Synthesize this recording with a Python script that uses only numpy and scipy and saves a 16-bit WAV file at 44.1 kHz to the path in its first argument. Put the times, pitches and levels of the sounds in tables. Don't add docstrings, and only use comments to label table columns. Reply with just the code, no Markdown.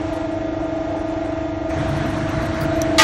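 import sys
import numpy as np
from scipy import signal
from scipy.fft import rfft, irfft, next_fast_len
from scipy.io import wavfile
from scipy.ndimage import uniform_filter1d, map_coordinates

SR = 44100
rng = np.random.default_rng(int(sys.argv[2]) if len(sys.argv) > 2 else 0)


def dump_mix(stems):
    frames = np.atleast_2d(stems).T
    limited = np.clip(frames, -1, 1)
    pcm = np.round(limited * 32767).astype(np.int16)
    wavfile.write(sys.argv[1], SR, pcm)


def invert_db(level):
    return 10 ** (np.asarray(level, dtype=float) / 20)


N = 133623

SHAFT_HZ, ECCENTRIC_S = 24.937, 0.01082
# multiple of the shaft rate, rms level in dB, unsteadiness in dB, growth with pressure in dB per dB.
SHAFT_ORDERS = [(4, -40, -1, .5), (11, -44.5, 2, .3), (12, -32, 0, .9), (13, -29.5, 0.8, .8),
                (14, -42.5, -2, 1.1), (25, -42.5, 0, .3), (26, -30.5, -1, 1.37), (27, -45, 1.3, 1.6)]
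MOST_UNSTEADY_DB = 1.3
# time in seconds, level in dB.
PRESSURE = [
    (0, 0.5),
    (.2, 0.74),
    (1.7, 0.1),
    (2.0, -1),
    (2.62, -0.1),
    (2.75, 4),
    (3.03, 6),
]
# frequency in Hz, rms level in dB.
WHINE = [(1222, -48.5), (1394, -49), (1480, -65), (1572, -60.5), (1620, -60), (1696, -55.5), (1744, -64),
         (1922, -52.5), (2116, -56.5), (2180, -57.5), (2449, -65.5), (2536, -62), (3494, -61.5)]
WHINE_DB, WHINE_UNSTEADY_DB = 0.5, 1.25
SHELL_HZ, SHELL_WIDTH_HZ = 661, 24
CASING_DB, IDLE_DB, HISS_DB = -33, -30.5, -39
# frequency in Hz, width in Hz, level in dB.
CASING = [(600, 38, -15), (679, 9, 5), (502.7, 17, -7.5), (789, 98, -9), (419.7, 26.5, -8.5)]
# frequency in Hz, density in dB per Hz.
IDLE = [(13, -45), (32, -3), (81, 2.5), (225, -9.5), (312, -2.5), (462, -14), (652, -4), (731, -5),
        (1100, -39.5), (1430, -56), (2420, -120)]
# frequency in Hz, density in dB per Hz.
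HISS = [(530, -29), (900, 2.5), (1090, -7.5), (1330, -6), (1500, -7), (3620, -18), (7500, -32.5),
        (9750, -70), (16500, -120)]
# time in seconds, level in dB.
HISS_SETTLES = [(0, 2), (.18, 2.5), (.3, -0.46)]
# frequency in Hz, gain in dB.
AIR = [(4500, 1.5), (4780, 2), (4950, -6), (5150, 2.5), (5500, 5.5), (7500, 4.5), (10000, -0.5),
       (16000, -27)]

# time in seconds, level in dB.
RATTLES = [(.01, -46), (.07, -45), (.13, -43), (.16, -45), (.31, -48), (.42, -49), (.63, -48), (.96, -47),
           (1.07, -44), (1.1, -46), (1.25, -48), (1.695, -41), (1.885, -41), (1.965, -41), (2.06, -44),
           (2.095, -41), (2.165, -42), (2.29, -42), (2.42, -42), (2.455, -41), (2.545, -42), (2.608, -34),
           (2.632, -36), (2.76, -43)]
# frequency in Hz, density in dB per Hz.
RATTLE_COLOUR = [(2000, -30), (4300, -4), (6000, -4), (9000, -3), (12500, -3), (14000, -8), (15700, -5)]
RATTLE_DB, RATTLE_PATCHY_DB, RATTLE_T60, RATTLE_RISE_S = -4, 2.5, 0.11, 0.008
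# time in seconds,
# level in dB, resonance in Hz.
CHINKS = [(.13, -55, 11200), (.13, -57, 12800), (.305, -57, 8600), (.625, -57, 8600), (.985, -57, 9300),
          (1.07, -54, 11500), (1.075, -57, 9800), (1.245, -57, 8600), (1.69, -53, 11700),
          (1.69, -56, 13000), (1.695, -46, 6200), (1.735, -46, 6300), (1.79, -48, 5800), (1.78, -53, 10000),
          (1.88, -50, 12300), (1.88, -53, 10800), (1.965, -55, 12800), (2.055, -53, 12300),
          (2.095, -52, 12200), (2.16, -56, 13000), (2.175, -55, 11700), (2.285, -53, 11400),
          (2.415, -51, 12400), (2.54, -53, 11400), (1.965, -53, 10800), (2.455, -55, 13000),
          (2.604, -40, 15600), (2.607, -38, 4700), (2.753, -48, 12800)]
CHINK_WIDTH_HZ, CHINK_T60 = 700, 0.13

# time in seconds, level in dB.
FLOW = [
    (1.66, -34),
    (1.71, -2.5),
    (1.8, -1),
    (2.1, 0),
    (2.45, 0),
    (2.7, -1),
    (2.9, -1.5),
    (3.03, -2),
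]
RUSH_DB, RUMBLE_DB, FRAME_DB = -31, -24.5, -34
RUMBLE_GROWS = 2.1
# frequency in Hz, density in dB per Hz.
RUSH = [(470, -32), (800, 0), (1610, 1), (2780, -10), (4040, -13), (4970, -19.5), (6050, -21.5),
        (7500, -28.5), (9750, -57), (16500, -120)]
# frequency in Hz, density in dB per Hz.
RUMBLE = [(15, -31), (25, -27), (57, -0.5), (136, -2), (174, -6.5), (267, -5.5), (290, -3), (380, -41.5),
          (640, -120)]
# time in seconds, level in dB.
RUMBLE_FADES = [(1.72, -13), (1.77, -1), (2.6, -2), (2.72, -2.5), (2.95, -2.5)]
# frequency in Hz, width in Hz, level in dB.
FRAME = [(142.9, 11, .5)]
# time in seconds, level in dB.
FRAME_SHAKES = [(1.72, -26.5), (1.77, 1), (1.84, 5), (1.91, 8), (2.0, 5), (2.15, 2), (2.3, -2), (2.42, 5),
                (2.52, 3), (2.7, 3.5), (2.9, -6)]

# time in seconds, peak in dB.
RELAY = [(2.817, -5)]
# frequency in Hz, width in Hz, level in dB.
CONTACT = [(6030, 470, 3), (8800, 1300, -16), (12500, 1600, -15), (3300, 2000, -9.5), (14500, 1500, -24)]
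CLICK_T60, CLICK_TAIL_DB, CLICK_TAIL_T60 = 0.0066, -29, 0.066

# time in seconds, level in dB.
CLAMPS = [
    (2.982, -2.5),
    (2.9922, -5.5),
    (2.9952, -4.5),
    (3.002, -24.5),
    (3.008, -9.5),
    (3.015, -5),
    (3.023, -12.5),
    (3.027, -9.5),
]
# frequency in Hz, width in Hz, level in dB.
SHEET = [(505, 30, -5), (585, 30, -7), (884, 27, 1), (1140, 40, 0), (1226, 40, 5), (1600, 60, 2),
         (1941, 26, -4), (2121, 26, -4), (2236, 30, -8), (2934, 26, -10), (3317, 45, -5), (4568, 33, -16),
         (5590, 28, -13), (6300, 110, -4)]
# frequency in Hz, density in dB per Hz.
CRASH = [(240, -43), (400, -4.5), (889, -6.5), (1020, -10.5), (1800, -6.5), (2170, -8.5), (2770, -10.5),
         (6250, -14.5), (15700, -35.5)]
CRASH_DB, CRASH_T60, CRASH_DULLS, BASS_LAG_S = -4.5, 0.16, 0.45, 0.0064
RING_DB, RING_SCATTER_DB, RING_RISE_S = -3.5, 1.5, 0.011
# frequency in Hz, width in Hz, level in dB.
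FOOT = [(3900, 190, -6), (4420, 120, -14), (6300, 150, -18)]

SIDE_DB = -23.5
# frequency in Hz, gain in dB.
SIDE_COLOUR = [(700, -46), (1400, -7), (2500, 3.5), (6000, 15.5), (9000, 5), (15000, -0.5)]
# frequency in Hz, rms in dB.
MUTE = [(3500, -85), (4900, -67), (6000, -72.5), (7400, -66.5), (8500, -65), (12000, -63), (14000, -64),
        (16000, -56)]
# frequency in Hz, lean (in spreads of a random field).
SIDE_ODDS = [(1000, -4), (2500, -0.9), (3600, -1), (4300, 4), (5000, -2.5), (8000, -0.15), (15000, -1)]
FRAME_START, BAND_BINS, TOP_HZ = 961, 32, 15800
CLIP_LEVEL = 1.05


def unit(x):
    return x / np.sqrt(np.mean(x ** 2) + 1e-20)


def along(points, hz):
    f, v = np.transpose(points)
    return invert_db(np.interp(np.log(hz + 1), np.log(f + 1), v))


def curve(rows):
    return np.interp(np.arange(N) / SR, *np.transpose(rows))


def wobble(rate):
    knots = rng.standard_normal(int(N * rate / SR) + 4)
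    return map_coordinates(knots, [np.arange(N) * rate / SR])


def filtered(x, response):
    m = next_fast_len(len(x) + 8192)
    return irfft(rfft(x, m) * response(np.fft.rfftfreq(m, 1 / SR)), m)[:len(x)]


def resonant(peaks):
    return lambda f: sum((-1) ** k * invert_db(db) * 1j * f * w / (c * c - f * f + 1j * f * w + 1e-9)
                         for k, (c, w, db) in enumerate(peaks))


def smooth_field(shape, across, onward):
    field = uniform_filter1d(rng.standard_normal(shape), size=across, axis=0)
    return unit(uniform_filter1d(field, size=onward, axis=1))


def rush(response, patchy_db):
    z = signal.stft(rng.standard_normal(N), nperseg=512)[2]
    z = z * invert_db(patchy_db * smooth_field(z.shape, 8, 8))
    return unit(filtered(signal.istft(z, nperseg=512)[1][:N], response))


def pump():
    turn = 2 * np.pi * SHAFT_HZ * (np.arange(N) / SR - ECCENTRIC_S)
    pressure_db = curve(PRESSURE)
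    tones = np.zeros(N)
    for order, db, unsteady, grows in SHAFT_ORDERS:
        unsteady = min(unsteady, MOST_UNSTEADY_DB)
        level = invert_db(db + grows * pressure_db + unsteady * wobble(21.76))
        tones += level * np.sqrt(2) * np.cos(round(order) * turn + 0.096 * unsteady * wobble(17))
    shell = resonant([(SHELL_HZ, SHELL_WIDTH_HZ, 0)])
    tones = filtered(tones, lambda f: 1 - 2 * shell(f))

    whine = np.zeros(N)
    for hz, db in WHINE:
        level = invert_db(db + WHINE_DB + WHINE_UNSTEADY_DB * wobble(5))
        whine += level * np.sqrt(2) * np.sin(hz / SHAFT_HZ * turn + 0.2 * wobble(4))

    casing = rush(lambda f: resonant(CASING)(f) * along([(900, 3.0), (1500, -1.5)], f), patchy_db=1.8)
    casing *= invert_db(CASING_DB + 0.97 * pressure_db)
    body = invert_db(IDLE_DB + 0.85 * wobble(1.8)) * rush(lambda f: along(IDLE, f), patchy_db=0.5)
    hiss_db = HISS_DB + curve(HISS_SETTLES) + 0.4 * wobble(3.6) + 0.51 * np.cos(turn)
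    hiss_colour = [(500, -45.0)] + HISS[1:-2]
    hiss = invert_db(hiss_db) * rush(lambda f: along(hiss_colour, f) * along(AIR, f), patchy_db=0.74)
    return tones + whine + casing + body + hiss


def rattles():
    t = np.arange(N) / SR
    shape = np.zeros(N)
    for s, db in RATTLES:
        rise = np.clip((t - s) / RATTLE_RISE_S + 0.5, 0, 1)
        shape += invert_db(db + RATTLE_DB - 60 * np.abs(t - s) / RATTLE_T60) * rise
    return shape * rush(lambda f: along(RATTLE_COLOUR, f), patchy_db=RATTLE_PATCHY_DB)


def chinks():
    out, t = np.zeros(N + 4096), np.arange(4096) / SR
    for s, db, hz in CHINKS:
        part = resonant([(hz, CHINK_WIDTH_HZ, 0)])
        noise = unit(filtered(rng.standard_normal(len(t)), lambda f: part(f) ** 2))
        fade = invert_db(db - 60 * t / CHINK_T60) * np.clip(t / RATTLE_RISE_S, 0, 1)
        out[round(s * SR):][:len(t)] += fade * noise
    return out[:N]


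def oil():
    flow_db = curve(FLOW)
    rumble = invert_db(RUMBLE_DB + 0.34 * wobble(8.2)) * rush(lambda f: along(RUMBLE, f), patchy_db=1.0)
    rumble *= invert_db(RUMBLE_GROWS * flow_db + curve(RUMBLE_FADES))
    frame = invert_db(FRAME_DB) * rush(lambda f: resonant(FRAME)(f) ** 2, patchy_db=-4.0)
    frame *= invert_db(curve(FRAME_SHAKES))
    colour = [(250, -1.3), (500, -1.5)] + RUSH[1:-2]
    hiss = invert_db(RUSH_DB + 0.42 * wobble(12)) * rush(lambda f: along(colour, f) * along(AIR, f), patchy_db=1.75)
    return invert_db(flow_db) * hiss + rumble + frame


def relay():
    t = np.arange(N) / SR
    shape = np.zeros(N)
    for s, db in RELAY:
        since = np.abs(t - s)
        fade = invert_db(-60 * since / CLICK_T60) + invert_db(CLICK_TAIL_DB - 60 * since / CLICK_TAIL_T60)
        shape += invert_db(db) * np.clip((t - s) / 0.002, 0, 1) * fade
    tilt = [(1200, -23.5), (2200, -6), (4000, -6.5), (13000, -0.5), (15500, -10)]  # Hz, dB
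    return shape * rush(lambda f: resonant(CONTACT)(f) * along(tilt, f), patchy_db=1)


def clamp_crash(length):
    hz, tt, z = signal.stft(rng.standard_normal(length), SR, nperseg=128)
    high = np.maximum(hz, 300)[:, None] / 2000
    decay = invert_db(-60 * tt / (CRASH_T60 * high ** -CRASH_DULLS))
    rise = 1 - np.exp(-(tt + 0.00055) * high ** 3 / BASS_LAG_S)
    crash = signal.istft(z * decay * rise, SR, nperseg=128)[1][:length]
    colour_rms = np.sqrt(np.mean(along(CRASH, np.linspace(0, SR / 2, num=500)) ** 2))
    return filtered(crash, lambda f: along(CRASH, f)) / colour_rms


def sheet_ring(t, s, phases):
    ring = np.zeros(len(t))
    for (hz, width, db), phase in zip(SHEET, phases):
        level = invert_db(db + rng.normal(0, RING_SCATTER_DB))
        tone = np.sin(2 * np.pi * hz * (t + s) + phase + rng.normal(0, 1.0))
        rise = 1 - np.exp(-t * hz / 2000 / RING_RISE_S)
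        ring += level * np.exp(-np.pi * width * t) * tone * rise
    return ring


def clamps():
    out, t = np.zeros(N + 8192), np.arange(8192) / SR
    phases = rng.uniform(0, 2 * np.pi, len(SHEET))
    for s, db in CLAMPS:
        crash = clamp_crash(len(t)) * (1 - np.exp(-t / 0.0018))
        blow = invert_db(CRASH_DB) * crash + invert_db(RING_DB) * sheet_ring(t, s, phases)
        start = round(s * SR)
        out[start:][:len(t)] += invert_db(db) * blow[:len(out) - start]
    return out[:N]


def foot():
    t = np.maximum(np.arange(N) / SR - CLAMPS[0][0] - 0.0006, 0)
    ping = sum(invert_db(db) * np.exp(-np.pi * w * t) * np.sin(2 * np.pi * hz * t) for hz, w, db in FOOT)
    return ping * (1 - np.exp(-t / 0.00027))


def scene():
    mid = pump() + rattles() + chinks() + oil() + relay() + clamps() + foot()
    scatter = rng.standard_normal(600)
    side = signal.fftconvolve(mid, scatter / np.linalg.norm(scatter))[:N]
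    side = invert_db(SIDE_DB) * filtered(side, lambda f: along(SIDE_COLOUR, f))
    return np.array([mid + side, mid - side])


def gate_bands(pair):
    pad = 1024 - FRAME_START
    mid_side = np.array([pair[0] + pair[1], pair[0] - pair[1]]) / 2
    hz, _, z = signal.stft(np.pad(mid_side, ((0, 0), (pad, 0))), SR, "cosine", 2048)
    band = np.minimum(np.arange(len(hz)) // BAND_BINS, 31)
    centre = (np.arange(32) + 0.5) * BAND_BINS * hz[1]
    power = 1.6 * np.add.reduceat(np.abs(z[0, :-1]) ** 2, np.arange(32) * BAND_BINS)
    judged = power * invert_db(2 * rng.standard_normal(power.shape))
    loud = (judged > along(MUTE, centre)[:, None] ** 2) & (centre < TOP_HZ)[:, None]
    lean = 20 * np.log10(along(SIDE_ODDS, centre))[:, None]
    wide = smooth_field(power.shape, 2, 3) + lean > 0
    wide &= power.sum(axis=0) < invert_db(-26)
    z = z * [loud[band], (loud & wide)[band]]
    mid, side = signal.istft(z, SR, "cosine", 2048)[1][:, pad:pad + N]
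    return np.array([mid + side, mid - side])


def roll_off(x):
    return signal.sosfilt(signal.butter(12, 15840, fs=SR, output="sos"), x)


def record(dry):
    clipped = dry / (1 + np.abs(dry / CLIP_LEVEL) ** 6) ** (1 / 6)
    return roll_off(gate_bands(clipped))


dry = scene()
out = record(dry)
dump_mix(out)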